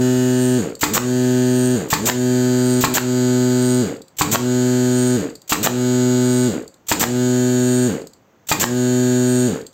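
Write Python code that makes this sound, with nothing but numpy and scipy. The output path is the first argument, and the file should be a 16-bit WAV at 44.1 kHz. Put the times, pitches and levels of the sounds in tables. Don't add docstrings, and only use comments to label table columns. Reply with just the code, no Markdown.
import sys
import numpy as np
from scipy import signal
from scipy.fft import rfft, irfft, next_fast_len
from scipy.io import wavfile
from scipy.ndimage import uniform_filter1d, map_coordinates

SR = 44100
rng = np.random.default_rng(int(sys.argv[2]) if len(sys.argv) > 2 else 0)


def transcribe(signal):
    frames = np.atleast_2d(signal).T
    limited = np.clip(frames, -1, 1)
    pcm = np.round(limited * 32767).astype(np.int16)
    wavfile.write(sys.argv[1], SR, pcm)


N = 429093

# strike_s, fill_s (air flows in this long before the strike),
# home_s (the piston is back this long after it), refill_s (time to restore the pressure)
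SHOTS = [(.831, .022, .1465, .92), (1.9285, .0275, .169, .912), (2.8385, .0315, .1425, .976),
         (4.2105, .0265, .146, .949), (5.521, .028, .1505, .953), (6.915, .031, .123, .955),
         (8.515, .029, .125, .955)]
KNOCK_TURNS = 0.35


def amp(db):
    return 10 ** (np.asarray(db) / 20)


def unit(x):
    return x / np.sqrt(np.mean(x ** 2) + 1e-20)


def along(points, hz):
    pitches, values = np.transpose(points)
    return np.interp(np.log(hz + 1), np.log(pitches + 1), values)


def filtered(x, response):
    size = x.shape[-1]
    padded = next_fast_len(size + 8192)
    gains = response(np.fft.rfftfreq(padded, 1 / SR))
    return irfft(rfft(x, padded) * gains, padded)[..., :size]


def noise(spectrum, size=N):
    return unit(filtered(rng.standard_normal(size), lambda hz: amp(along(spectrum, hz))))


def wobble(rate_hz):
    values = rng.standard_normal(int(N * rate_hz / SR) + 4)
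    return map_coordinates(values, [np.arange(N) * rate_hz / SR])


def add(track, start_s, sound):
    part = track[max(round(start_s * SR), 0):][:len(sound)]
    part += sound[:len(part)]


def burst(spectrum, rise_s, hold_s, fade_s):
    t = np.arange(SR // 3) / SR
    swell = 1 - np.exp(-t / rise_s)
    fade = amp(-60 * np.maximum(t - hold_s, 0) / fade_s)
    return noise(spectrum, size=len(t)) * swell * fade


def ring(tones, scatter_db):
    t = np.arange(SR // 3) / SR
    return sum(amp(db + scatter_db * rng.normal() - 60 * t / fade_s) * np.sin(2 * np.pi * hz * t)
               for hz, db, fade_s in tones)


def background():
    quiet = [(15, -68), (25, -31.5), (102, -3.5), (236, -5), (560, -9.5), (1480, -17.5), (5280, -33),
             (6380, -24.5), (9570, -47), (16000, -35)]
    return amp(-55.5) * noise(quiet)


def room(x):
    echo_times = [(150, 0.36), (1000, 0.23), (7000, 0.27), (14000, .17)]
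    hz, t, spectrum = signal.stft(rng.standard_normal(SR // 2), SR, nperseg=256)
    fade = amp(-60 * t / along(echo_times, hz)[:, None])
    tail = signal.istft(spectrum * fade, SR, nperseg=256)[1]
    echo = np.pad(tail, (SR // 200, 0)) / np.linalg.norm(tail)
    return signal.fftconvolve(x, echo)[:len(x)]


def ticks():
    stalls = [(0.7518, -25), (4.0175, -29), (5.3535, -25.5), (6.6775, -30), (8.07, -27.5), (9.6655, -25)]
    tick_noise = [(500, -14.5), (2500, -20), (4500, 2.5), (5700, -10.5), (7500, 5), (9500, -10),
                  (16000, -15.5)]
    out = np.zeros(N)
    for start_s, db in stalls:
        for delay_s, softer_db in [(-0.054, -5.5), (0, 0), (0.0635, -7.5)]:
            click = burst(tick_noise, rise_s=0.00089, hold_s=0.0021, fade_s=0.022)
            ping = amp(-7) * ring([(4620, 0, 0.044), (7550, -2, 0.04)], scatter_db=2.5)
            add(out, start_s + delay_s, amp(db + softer_db - 7.5) * (click + ping))
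    return out + amp(-10) * room(out)


def refills(first_on_s=-0.59, first_off_s=0.578):
    after_shots = [(strike_s, strike_s + refill_s) for strike_s, _, _, refill_s in SHOTS]
    return [(first_on_s, first_off_s)] + after_shots


def motor_runs():
    spans = []
    for drop_s, full_s in refills():
        still_running = spans and drop_s < spans[-1][1]
        on_s = spans.pop()[0] if still_running else drop_s
        spans.append((on_s, full_s))
    return spans


def pressure():
    t = np.arange(N) / SR
    level = np.zeros(N)
    for drop_s, full_s in refills():
        climb = np.clip((t - drop_s) / (full_s - drop_s), 0, 1)
        level = np.where(t >= drop_s, climb, level)
    return level


def shaft(stroke_hz=124.8, spin_up_s=0.048, coast_s=0.16, stall_s=0.235, fade_s=0.18):
    t = np.arange(N) / SR
    top_hz = stroke_hz + 1.7 * np.exp(-t / 1.9)
    rate_hz, force = np.zeros(N), np.zeros(N)
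    for on_s, off_s in motor_runs():
        speed = 1 - np.exp(-np.maximum(t - on_s, 0) / spin_up_s)
        speed *= np.exp(-np.maximum(t - off_s, 0) / coast_s)
        turning = np.clip((off_s + stall_s - t) / fade_s, 0, 1)
        rate_hz = np.maximum(rate_hz, top_hz * speed * (turning > 0))
        force = np.maximum(force, speed * turning)
    rate_hz *= 1 + 0.00069 * wobble(25)
    return np.cumsum(rate_hz) / SR, force


def strokes(turns, scatter_db):
    centres = np.interp(np.arange(1, int(turns[-1])), turns, np.arange(N))
    nearby = centres.astype(int)[:, None] + np.arange(-7, 9)
    offset = nearby - centres[:, None]
    shape = np.sinc(offset) * np.sinc(offset / 8)
    sizes = amp(scatter_db * rng.standard_normal((len(centres), 1)))
    return np.bincount(np.clip(nearby, 0, N - 1).ravel(), (shape * sizes).ravel(), N)


def pump_hum(turns, force, load_db=0.5):
    hum_tones = [(1, 1.5), (2, 5.5), (3, 1.5), (4, -27), (5, -12), (6, -25.5), (7, -19)]
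    hum = sum(amp(db) * np.sin(2 * np.pi * multiple * turns) * force ** (2.44 + 0.26 * (multiple - 1))
              for multiple, db in hum_tones)
    return -unit(hum) * amp(-16.5 + load_db * pressure() + 0.2 * wobble(5.3))


def frame_shake(turns, force, slack, jitter=0.041):
    frame_tones = [(202, -8.5, 0.023), (303, -2, 0.068), (445, 0, 0.055), (534.4, -18.5, 0.44)]
    uneven_turns = np.maximum.accumulate(turns + jitter * slack * wobble(60))
    jolts = strokes(uneven_turns, scatter_db=0.2) * (slack ** 0.5 + 1.6 * force)
    return amp(-33) * signal.fftconvolve(jolts, ring(frame_tones, scatter_db=4.5))[:N]


def housing_ring(knocks, force):
    case_tones = [(1180, -15, 0.059), (1367, -7.5, 0.039), (1496, -8, 0.066), (1627, -7.5, 0.038),
                  (1774, -10, 0.04), (2243, -15, 0.066), (2852, -9, 0.068), (2903, -14, 0.12),
                  (3190, -13, 0.038), (3620, -12.5, 0.073), (3867, -14, .05), (4130, -13.5, 0.046),
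                  (4370, -20, 0.057), (4637, -10.5, 0.12), (4756, -10.5, 0.058), (5490, -14, .05),
                  (6740, -4, 0.089), (6862, -1.5, 0.06), (7485, 0, 0.053), (7600, -3.5, .045),
                  (8200, -1, 0.014)]
    return amp(-35.5) * signal.fftconvolve(knocks * force ** 1.02, ring(case_tones, scatter_db=1))[:N]


def clatter_and_air(knocks, turns, force):
    bright_noise = [(500, -6), (1000, -15), (1600, -0.5), (2000, -10.5), (2500, -12), (4650, -7),
                    (4950, -16.5), (6100, -11.5), (6800, -1), (7500, -3), (7900, -7.5), (10000, -11),
                    (12000, -18.5), (16000, -22.5)]
    strength = force ** 1.3
    blend = 0.62 * wobble(1.465)
    clatter = np.zeros(N)
    for share in (np.cos(blend), np.sin(blend)):
        clack = burst(bright_noise, rise_s=0.00023, hold_s=0, fade_s=0.068)
        clatter += signal.fftconvolve(knocks * strength * share, clack)[:N]
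    pulsing = np.exp(0.092 * np.cos(2 * np.pi * (turns - KNOCK_TURNS - 0.12)))
    air = noise(bright_noise) * pulsing * strength
    return amp(-33.5) * unit(clatter) + amp(-37) * unit(air)


def crank_rattle(turns, slack):
    rattle_noise = [(40, -37), (130, -15), (260, 4.5), (480, -2.5), (700, -11), (1000, -18.5),
                    (1400, -16.5), (3000, -26), (9000, -56.5)]
    return amp(-29) * noise(rattle_noise) * slack * np.exp(0.61 * np.cos(2 * np.pi * turns))


def pump_rumble(force):
    # pitch_hz, level_db
    low_noise = [(25, -7), (80, -2.5), (250, 1.5), (450, -2.5), (900, -25.5), (3000, -39)]
    return amp(-43) * noise(low_noise) * force ** 0.24


def valve_song(turns, force, lead_s=0.11, width_s=0.12):
    flap_tones = [(8115, -8, 0.03), (8245, 3, 0.025), (8365, 4.5, 0.034), (8490, -20, 0.038),
                  (9340, 1, 0.034), (9370, -8, 0.047), (9200, -2, .05)]
    t = np.arange(N) / SR
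    swell = force * sum(np.exp(-((t - full_s + lead_s) / width_s) ** 2) for _, full_s in refills())
    squirts = strokes(turns - KNOCK_TURNS, scatter_db=2.5)
    ringing = signal.fftconvolve(squirts, ring(flap_tones, scatter_db=0.5))[:N]
    return amp(-31.5) * swell * unit(ringing)


def compressor(bass_cut_hz=95):
    turns, force = shaft()
    slack = 6 * force ** 1.49 * np.clip(1 - force, 0, 1)
    hum = pump_hum(turns, force)
    knocks = strokes(turns - KNOCK_TURNS, scatter_db=0.2)
    frame = frame_shake(turns, force, slack)
    body = filtered(hum + frame, lambda hz: hz ** 6 / (hz ** 6 + bass_cut_hz ** 6))
    return (body + housing_ring(knocks, force) + clatter_and_air(knocks, turns, force)
            + crank_rattle(turns, slack) + pump_rumble(force) + valve_song(turns, force))


def nailer(trigger_lead_s=0.017, vent_lead_s=0.0427, bounce_lead_s=0.0097):
    air_in = [(100, -12), (600, -14), (1800, -15), (3200, -6.5), (5200, -10.5), (7500, 1.5), (9000, -11.5),
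              (13000, -10), (16000, -7.5)]
    air_out = [(30, -29.5), (110, 5), (300, -1), (900, -4), (3000, -8), (5200, -12.5), (7300, 3.5),
               (9000, -12), (13000, -8), (16000, -9.5)]
    blow = [(25, -23.5), (90, -9.5), (330, 0.5), (620, -22), (850, 2), (1200, 0.5), (1600, -6.5),
            (2500, -6), (3400, -21), (4500, -15), (8000, -24), (16000, -35)]
    piston = [(30, -32), (100, -12.5), (650, -2.5), (900, 0.5), (1400, -3.5), (1800, -1), (2200, -14),
              (2600, -9), (4500, -13), (8000, -27), (16000, -29)]
    nail = [(300, -22), (1200, -8), (2500, -5), (4600, 5), (5500, -7.5), (7300, 7.5), (9000, -7),
            (16000, -9)]
    bench = [(85, -15, 0.14), (163, 1.5, 0.1), (299.6, 1, 0.23), (442, 0.5, 0.1), (681, -4, .1),
             (864, 7.5, 0.074), (876, -4, 0.14), (1000, -8, 0.13), (1109, 7.5, 0.089), (1390, -9.5, 0.057),
             (1640, -14.5, 0.076), (2460, -2.5, 0.14)]
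    recoil = [(.021, -10), (.033, -13.5)]
    out = np.zeros(N)
    for strike_s, fill_s, home_s, _ in SHOTS:
        open_s = strike_s - fill_s
        trigger_leak = amp(-35.5) * burst(air_in, rise_s=0.002, hold_s=0.005, fade_s=0.051)
        add(out, open_s - trigger_lead_s, trigger_leak)
        shot = np.zeros(SR * 3 // 4)
        hit_s, seat_s = fill_s, fill_s + home_s
        vent_s, bump_s = seat_s - vent_lead_s, seat_s - bounce_lead_s
        add(shot, 0, amp(-11.5) * burst(air_in, rise_s=0.0033, hold_s=0.019, fade_s=0.21))
        add(shot, hit_s * 0.26, amp(-24.5) * burst(blow, rise_s=0.012, hold_s=0.01, fade_s=0.04))
        add(shot, hit_s, amp(2.5) * burst(blow, rise_s=0.0011, hold_s=0.0039, fade_s=0.049))
        add(shot, hit_s + 0.0005, amp(3.5) * burst(piston, rise_s=0.00026, hold_s=0.00083, fade_s=0.011))
        add(shot, hit_s, amp(-6) * ring([(131, 0.44, 0.04), (266, -2, 0.014)], scatter_db=2))
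        add(shot, hit_s, amp(-12) * ring(bench, scatter_db=3))
        add(shot, hit_s + 0.0055, amp(1) * burst(nail, rise_s=0.00091, hold_s=0.0032, fade_s=0.05))
        for delay_s, db in recoil:
            add(shot, hit_s + delay_s, amp(db) * burst(blow, rise_s=0.0005, hold_s=0.0023, fade_s=0.027))
        add(shot, vent_s, amp(-7.5) * burst(air_in, rise_s=0.0013, hold_s=0.013, fade_s=0.077))
        add(shot, vent_s + 0.011, amp(-1) * burst(air_out, rise_s=0.0013, hold_s=0.011, fade_s=0.098))
        add(shot, bump_s, amp(-0.5) * burst(piston, rise_s=0.0003, hold_s=0.00042, fade_s=0.031))
        add(shot, seat_s, amp(5) * burst(piston, rise_s=0.00015, hold_s=0.0011, fade_s=0.012))
        add(out, open_s, shot + amp(-11.5) * room(shot))
    return out


def scene():
    mono = compressor() + nailer() + ticks() + background()
    return np.array([mono, mono])


def gain_control(x, threshold_db=-23, slope=0.62, release_s=0.069, edge_hz=700):
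    bright = filtered(x[0], lambda hz: hz ** 4 / (hz ** 4 + edge_hz ** 4))
    level_db = 10 * np.log10(np.abs(uniform_filter1d(bright ** 2, size=220)) + 1e-12)
    cut_db = slope * np.maximum(level_db - threshold_db, 1e-6)
    leak = np.arange(N) / SR / release_s
    held_db = np.exp(np.maximum.accumulate(np.log(cut_db) + leak) - leak)
    return x * amp(-uniform_filter1d(held_db, size=130))


def record(dry):
    microphone = [(25, -8), (55, -1), (100, 0), (8300, 0), (8750, -5.5), (9400, -7.5), (11400, -16.5),
                  (11700, 2.5)]
    peak_limit, top_hz = 0.75, 15800
    x = filtered(gain_control(dry), lambda hz: amp(along(microphone, hz)))
    x = x / (1 + np.abs(x / peak_limit) ** 8) ** (1 / 8)
    return filtered(x, lambda hz: 1 / (1 + (hz / top_hz) ** 200))


dry = scene()
out = record(dry)
transcribe(out)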